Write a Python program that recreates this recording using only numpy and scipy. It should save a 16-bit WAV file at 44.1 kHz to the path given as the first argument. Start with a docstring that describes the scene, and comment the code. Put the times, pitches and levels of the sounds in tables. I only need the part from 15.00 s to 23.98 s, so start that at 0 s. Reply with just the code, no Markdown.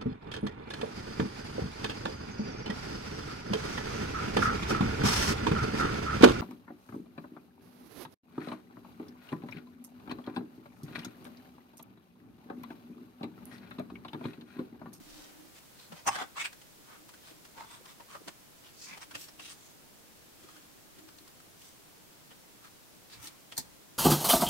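"""At a leather workbench in a small room, an awl scratches lines on a cutting board.
A stiff card pattern slaps onto the mat, rings briefly and is slid into place. Leather pieces are laid
on it, nudged and smoothed with small taps, and a little card disc snaps down from the fingers.
Slides are fibres catching and letting go; each touch is a quick cluster of tiny hits.
Steady microphone hiss and a low hum lie under it all, spread wide between left and right."""
import sys
import numpy as np
from scipy import signal
from scipy.fft import rfft, irfft, next_fast_len
from scipy.io import wavfile
from scipy.ndimage import map_coordinates

SR = 44100
rng = np.random.default_rng(int(sys.argv[2]) if len(sys.argv) > 2 else 0)


def file_out(sig):
    """Save sig as 16-bit WAV at sys.argv[1]."""
    # one column per channel
    cols = np.atleast_2d(sig).T
    # limit, then scale
    lim = np.clip(cols, -1, 1)
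    pcm = np.round(lim * 32767).astype(np.int16)
    wavfile.write(sys.argv[1], SR, pcm)


N = 396018

# tone colour (how strong each pitch is) of the background hiss: f/Hz, level/dB
HISS_COLOUR = [(20, -7.5), (60, -5.5), (125, 0), (160, 0.5), (225, 0), (400, -3), (700, -6), (1300, -9),
               (2000, -11), (5000, -12), (8700, -13.5), (9600, -14.5), (15800, -14)]
# how the low hum comes and goes: t/s, level/dB
HUM_LEVELS = [(0, -60.5), (.5, -62), (.75, -87), (2.05, -68.5), (3.3, -86), (4.1, -63.5), (4.8, -79.5),
              (5.4, -67.5), (6.1, -68), (6.7, -76.5), (9, -70)]
# hands and pieces thump the bench top: t/s, f/Hz, level/dB
BUMPS = [(.012, 229, -52.5), (.12, 34, -62), (0.929, 190, -48.5), (1.101, 104, -55), (1.189, 198, -58),
         (2.317, 387, -52.5), (2.812, 433, -57), (3.217, 413, -51.5), (3.283, 298, -46.5), (3.93, 207, -57),
         (4.158, 110, -60), (5.447, 330, -54), (5.767, 338, -57.5), (5.99, 330, -56), (6.213, 290, -57),
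         (8.196, 100, -56.5), (8.25, 300, -55.5), (8.684, 69, -68)]
# the awl, a sheet or a hand slides: fastest t/s, half length/s, level/dB, brightness/dB, ring f/Hz
STROKES = [(0.179, 0.35, -54.5, 16, 4070), (0.249, 0.57, -59, -22, 524), (.569, 0.078, -55.5, 8, 2550),
           (0.818, 0.16, -56.5, 0, 4200), (.985, 0.095, -52, -8, 620), (1.136, 0.076, -38.5, -3, 1130),
           (1.199, .12, -36.5, -13, 790), (1.378, .042, -35.5, -10, 1150),
           (1.409, 0.063, -32.5, -1.5, 2160), (1.457, .06, -35, -3, 2530), (1.924, .16, -54, -13, 1390),
           (2.285, 0.17, -54.5, 4, 695), (2.61, .11, -44.5, -16, 910), (2.73, .16, -51, -3, 1080),
           (2.904, 0.088, -54, -1, 1120), (3.121, .09, -50, -5, 1170), (3.667, 0.11, -55.5, 0, 3000),
           (3.852, .22, -48.5, 18, 4800), (3.919, .14, -46.5, -9, 2160), (4.028, 0.063, -48, 0, 940),
           (4.218, 0.14, -47, 16, 13500), (4.463, .14, -46.5, 11.5, 3230), (4.519, 0.078, -48, 5, 8500),
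           (4.642, 0.24, -59.5, 6, 7000), (5.513, 0.47, -60.5, 10, 1200), (6.66, 0.24, -58.5, 14, 13500),
           (7.655, 0.079, -53.5, -7, 1340), (8.137, 0.099, -51, -2, 4500), (8.25, 0.26, -55.5, -6, 1040),
           (8.254, .1, -46.5, 19, 13300)]
# tone colour of sliding: f/Hz, level/dB
SLIDE_COLOUR = [(180, -55), (300, -9), (461, -16), (922, -2.5), (1490, -0.5), (1590, -2.5), (1780, -2),
                (2140, -1.5), (3450, -2), (3870, -4), (5660, -4.5), (7250, -6.5), (8990, -8), (10800, -19),
                (15500, -19)]
# light, edgy contacts favour treble, flat, padded ones bass: f/Hz, share of the brightness added there
BRIGHTNESS_TILT = [(500, -0.55), (6000, .45), (12000, 0.63)]
# fingers, card and leather touch down: t/s, level/dB, brightness/dB, ring f/Hz
TAPS = [(.925, -45, -13.5, 597), (1.157, -35, -8, 1610), (1.219, -36.5, -21, 1550), (1.53, -51, 2, 1580),
        (1.617, -54.5, 9, 3000), (2.092, -51.5, 2, 950), (2.14, -54, 0, 1570), (2.452, -52, 1, 447),
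        (2.579, -46, -16, 920), (2.858, -50, -2, 1020), (3.006, -48.5, -16, 910), (3.151, -42, -16.5, 1240),
        (3.281, -40, -3, 630), (3.976, -47.5, -4, 740), (4.113, -47.5, -4, 1630), (4.153, -37, -1, 2660),
        (4.286, -51, -2, 5400), (4.399, -44, -6, 2740), (5.488, -54.5, -3, 1300), (5.566, -54.5, -5, 1500),
        (5.989, -54.5, 2, 380), (6.088, -54, -3, 320), (6.186, -54, 12, 4100), (6.279, -55, 7, 1080),
        (6.403, -56.5, -1, 1280), (6.62, -54, 16, 2930), (7.314, -53, -15, 3170), (8.274, -42, 17, 4020),
        (8.524, -44, -3.5, 3230)]
# tone colour of a tap: f/Hz, level/dB
TAP_COLOUR = [(35, -41), (60, -6), (394, -6.5), (1020, 2.5), (1420, 1), (1630, -2.5), (1910, 2),
              (2150, -2.5), (2980, 1), (3760, -3.5), (4320, -2.5), (6560, -5), (8870, -4), (10900, -10.5),
              (15500, -19)]
# borders between four bands, called thud, knock, tap and tick from low to high: f/Hz
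BAND_EDGES = [450, 1500, 4500]
# the card lands edge first, then flat: t/s, time to fade 60 dB/s, thud/dB, knock/dB, tap/dB, tick/dB
CARD_HITS = [(1.0674, 0.078, -48, -37, -41, -51), (1.075, 0.053, -41.5, -27.5, -33.5, -28.5),
             (1.0842, 0.044, -51, -27.5, -29.5, -37)]
# tone colour of the card: f/Hz, level/dB
CARD_COLOUR = [(60, -30), (110, -16), (220, -12), (480, -20), (820, 7), (1150, 1), (1500, -12), (2700, -13),
               (4000, -28), (5200, -19), (6300, -9), (7400, -22), (8400, -14), (10500, -28), (15500, -30)]
# the card's two flat blows on the mat: t/s, level/dB
CARD_BLOWS = [(1.0768, -25.5), (1.0878, -25)]
# tones that card and mat ring with: f/Hz, level/dB added to the blow's, time to fade 60 dB/s
CARD_TONES = [(608, -16, .09), (800, -1, .06), (915, 0, .062), (1100, -3, .055), (1170, -8, .05),
              (1645, -12, .06), (2100, -14, .07), (2660, -11, .06), (5190, -15, .08), (6200, -12, .06),
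              (8180, -16, .07)]
# the disc slips, snaps down and settles: t/s, time to fade 60 dB/s, thud/dB, knock/dB, tap/dB, tick/dB
DISC_HITS = [(8.569, 0.062, -70, -69, -44, -45), (8.5795, 0.063, -60, -40.5, -36, -28.5),
             (8.584, 0.044, -39.5, -41, -59, -41), (8.588, 0.094, -50.5, -66, -43, -40),
             (8.6, 0.11, -49, -60, -50, -57)]
# tone colour of the disc: f/Hz, level/dB
DISC_COLOUR = [(60, -22), (120, 4), (420, -11), (640, -14), (880, 7), (1200, -23), (1800, -10.5),
               (2900, -22), (4250, 0.5), (5200, -2), (8000, 4), (12000, -5), (14300, 3), (15800, -9)]
# how long the room echoes: f/Hz, time to fade 60 dB/s
ROOM_FADE = [(150, 0.12), (1000, 0.3), (12000, 0.18)]

TOP_HZ = 15800  # upper limit of the treble
LEAD_S = 0.025  # a contact starts this long before its peak
GRAIN_DB = 2.3  # unevenness from fibre to fibre


def amp(db):
    """Turn decibels into a factor to multiply by."""
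    return 10 ** (np.asarray(db) / 20)


def rms(x):
    """The average strength (root mean square) of each channel."""
    return np.sqrt(np.mean(x ** 2, axis=-1, keepdims=True) + 1e-30)


def unit(x):
    """Scale each channel to an average strength of 1."""
    return x / rms(x)


def along(points, hz):
    """Read between the rows of a (frequency, value) table, with octaves evenly spaced."""
    freqs, values = np.transpose(points)
    return np.interp(np.log(hz + 1), np.log(freqs + 1), values)


def wobble(n, rate):
    """A smooth curve, n samples long, through `rate` random points a second."""
    points = rng.standard_normal(int(n * rate / SR) + 4)
    return map_coordinates(points, [np.arange(n) * rate / SR])


def filtered(x, response):
    """Make each frequency in x louder or softer by the factor response(hz)."""
    n = x.shape[-1]
    size = next_fast_len(n + 4096)
    return irfft(rfft(x, size) * response(np.fft.rfftfreq(size, 1 / SR)), size)[..., :n]


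def add(track, s, sound):
    """Mix a stereo sound into the track, starting at s seconds."""
    start = max(round(s * SR), 0)
    part = sound[:, :N - start]
    track[:, start:start + part.shape[1]] += part


def tinted(base, bright_db, ring_hz, ring_db, ring_octaves):
    """A material's tone colour, made brighter or duller, with a peak where it rings."""
    def colour(hz):
        peak = ring_db / (1 + (np.log2((hz + 1) / ring_hz) / ring_octaves) ** 2)
        return along(base, hz) + bright_db * along(BRIGHTNESS_TILT, hz) + peak
    return colour


def background(hiss_db, hum_hz, hum_width_hz, waver_db):
    """Room murmur and microphone hiss, unrelated left and right, with a fuzzy, wavering hum."""
    hiss = filtered(rng.standard_normal((2, N)), lambda hz: amp(along(HISS_COLOUR, hz)) * (hz < TOP_HZ))
    hum = filtered(rng.standard_normal((2, N)), lambda hz: 1 / (1 + ((hz - hum_hz) / hum_width_hz) ** 2))
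    hum_db = np.interp(np.arange(N) / SR, *np.transpose(HUM_LEVELS)) + waver_db * wobble(N, 12)
    return amp(hiss_db) * unit(hiss) + amp(hum_db) * unit(hum)


def bumps(relative_width, swell_cycles):
    """Soft pressure on the bench top makes a swell of low noise: the lower, the longer."""
    out = np.zeros((2, N))
    t = np.arange(SR // 2) / SR
    for s, centre_hz, db in BUMPS:
        start = max(s - t[-1] / 2, 0)
        band = lambda hz: 1 / (1 + ((hz / centre_hz - 1) / relative_width) ** 4)
        rumble = filtered(rng.standard_normal((2, len(t))), band)
        swell = np.exp(-((start + t - s) * centre_hz / swell_cycles) ** 2 / 2)
        add(out, start, amp(db) * unit(swell * rumble) * rms(swell))
    return out


def sliding(judder_db, judder_hz, grip_db):
    """Fibres catch and let go under each stroke; the sheet judders and every grip colours it anew."""
    out = np.zeros((2, N))
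    grip_hz = np.geomspace(400, 16000, 90)
    for fastest, half_length, db, bright_db, ring_hz in STROKES:
        t = np.arange(-min(half_length, fastest), half_length, 1 / SR)
        n = len(t)
        speed = np.exp(-np.abs(t / (0.33 * half_length)) ** 1.84)  # speeds up, then slows down
        noise = rng.standard_normal((2, n))
        fibres = noise * amp(GRAIN_DB * wobble(n, 1500) + judder_db * wobble(n, judder_hz))
        grip = np.c_[grip_hz, grip_db * rng.standard_normal(len(grip_hz))]
        colour = tinted(SLIDE_COLOUR, bright_db, ring_hz, ring_db=8.5, ring_octaves=0.31)
        rub = unit(filtered(fibres, lambda hz: amp(colour(hz) + along(grip, hz))))
        add(out, fastest - min(half_length, fastest), amp(db) * speed * rub)
    return out


def split_bands(x, colour):
    """Colour x and split it into four overlapping, equally strong bands, low to high."""
    def response(hz):
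        below = [0 * hz] + [1 / (1 + (hz / edge) ** 10) for edge in BAND_EDGES] + [0 * hz + 1]
        bands = np.sqrt(np.abs(np.diff(below, axis=0)))
        return (bands * amp(colour(hz)))[:, None]
    return unit(filtered(x, response))


def band_shares(colour):
    """How a tone colour shares its power among the four bands, in dB."""
    hz = np.arange(20, TOP_HZ, 20)
    power = np.bincount(np.searchsorted(BAND_EDGES, hz), amp(colour(hz)) ** 2)
    return 10 * np.log10(power / power.sum())


def contact(colour, fade_s, band_db, rise_s, hold_s, thud_stretch):
    """A sheet touches down: a cluster of tiny hits swells, holds for an instant and dies away."""
    t = np.arange(SR // 4) / SR - LEAD_S
    grains = rng.standard_normal((2, len(t))) * amp(GRAIN_DB * wobble(len(t), 1180))
    fades = fade_s * np.array([thud_stretch, 1, 1, 1])[:, None, None]  # the bench holds the thud longer
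    drop = np.maximum(-t / rise_s, (t - hold_s) / fades)
    loudness = amp(-60 * np.maximum(drop, 0))
    bursts = unit(split_bands(grains, colour) * loudness) * rms(loudness)
    return np.tensordot(amp(band_db), bursts, 1)


def taps():
    """Each touch rings at a pitch set by the piece and where it is held; flat ones are dull and long."""
    out = np.zeros((2, N))
    for s, db, bright_db, ring_hz in TAPS:
        colour = tinted(TAP_COLOUR, bright_db, ring_hz, ring_db=10, ring_octaves=0.13)
        softness = 2 ** (-bright_db / 46)  # 46 dB brighter is half as long
        touch = contact(colour, fade_s=0.069 * softness, band_db=db + band_shares(colour),
                        rise_s=0.03 * softness, hold_s=0.0014, thud_stretch=1.35)
        add(out, s - LEAD_S, touch)
    return out


def card_slap(ring_rise_s, phase_spread_rad):
    """The card crackles down, and each flat blow rings it on the mat, out of step left and right."""
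    out = np.zeros((2, N))
    colour = lambda hz: along(CARD_COLOUR, hz)
    for s, fade_s, *band_db in CARD_HITS:
        crackle = contact(colour, fade_s, band_db, rise_s=0.032, hold_s=0.0028, thud_stretch=3.6)
        add(out, s - LEAD_S, crackle)
    t = np.arange(SR // 5) / SR
    for hz, tone_db, fade_s in CARD_TONES:
        phase = phase_spread_rad * rng.standard_normal((2, 1))
        loudness = amp(-60 * t / fade_s) * (1 - np.exp(-t / ring_rise_s))
        ring = loudness * np.sin(2 * np.pi * hz * t + phase)
        for s, blow_db in CARD_BLOWS:
            add(out, s, amp(blow_db + tone_db) * ring)
    return out


def disc_snap():
    """The small stiff disc gives a bright double click with a hollow pop of trapped air."""
    out = np.zeros((2, N))
    colour = lambda hz: along(DISC_COLOUR, hz)
    for s, fade_s, *band_db in DISC_HITS:
        click = contact(colour, fade_s, band_db, rise_s=0.011, hold_s=0.00048, thud_stretch=1.3)
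        add(out, s - LEAD_S, click)
    return out


def room_echo(x):
    """A short, blurred echo, different on each side; the middle pitches last longest."""
    hz, t, noise = signal.stft(rng.standard_normal((2, SR // 3)), SR, nperseg=256)
    fade = amp(-60 * t / along(ROOM_FADE, hz)[:, None])
    _, tail = signal.istft(noise * fade, SR, nperseg=256)
    return signal.fftconvolve(x, tail / np.linalg.norm(tail[0]), axes=1)[:, :N]


def scene():
    """All the work on the bench, with its echo, over the hiss and hum."""
    bench = card_slap(ring_rise_s=0.0008, phase_spread_rad=0.55) + disc_snap() + taps()
    bench += sliding(judder_db=1.5, judder_hz=110.6, grip_db=3.5)
    bench += bumps(relative_width=0.3, swell_cycles=2.8)
    echo = amp(-16) * room_echo(bench)
    return bench + echo + background(hiss_db=-56.5, hum_hz=306, hum_width_hz=23.4, waver_db=4.0)


def record(dry):
    """Cut away the very highest treble."""
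    return filtered(dry, lambda hz: hz < TOP_HZ)


dry = scene()
out = record(dry)
file_out(out)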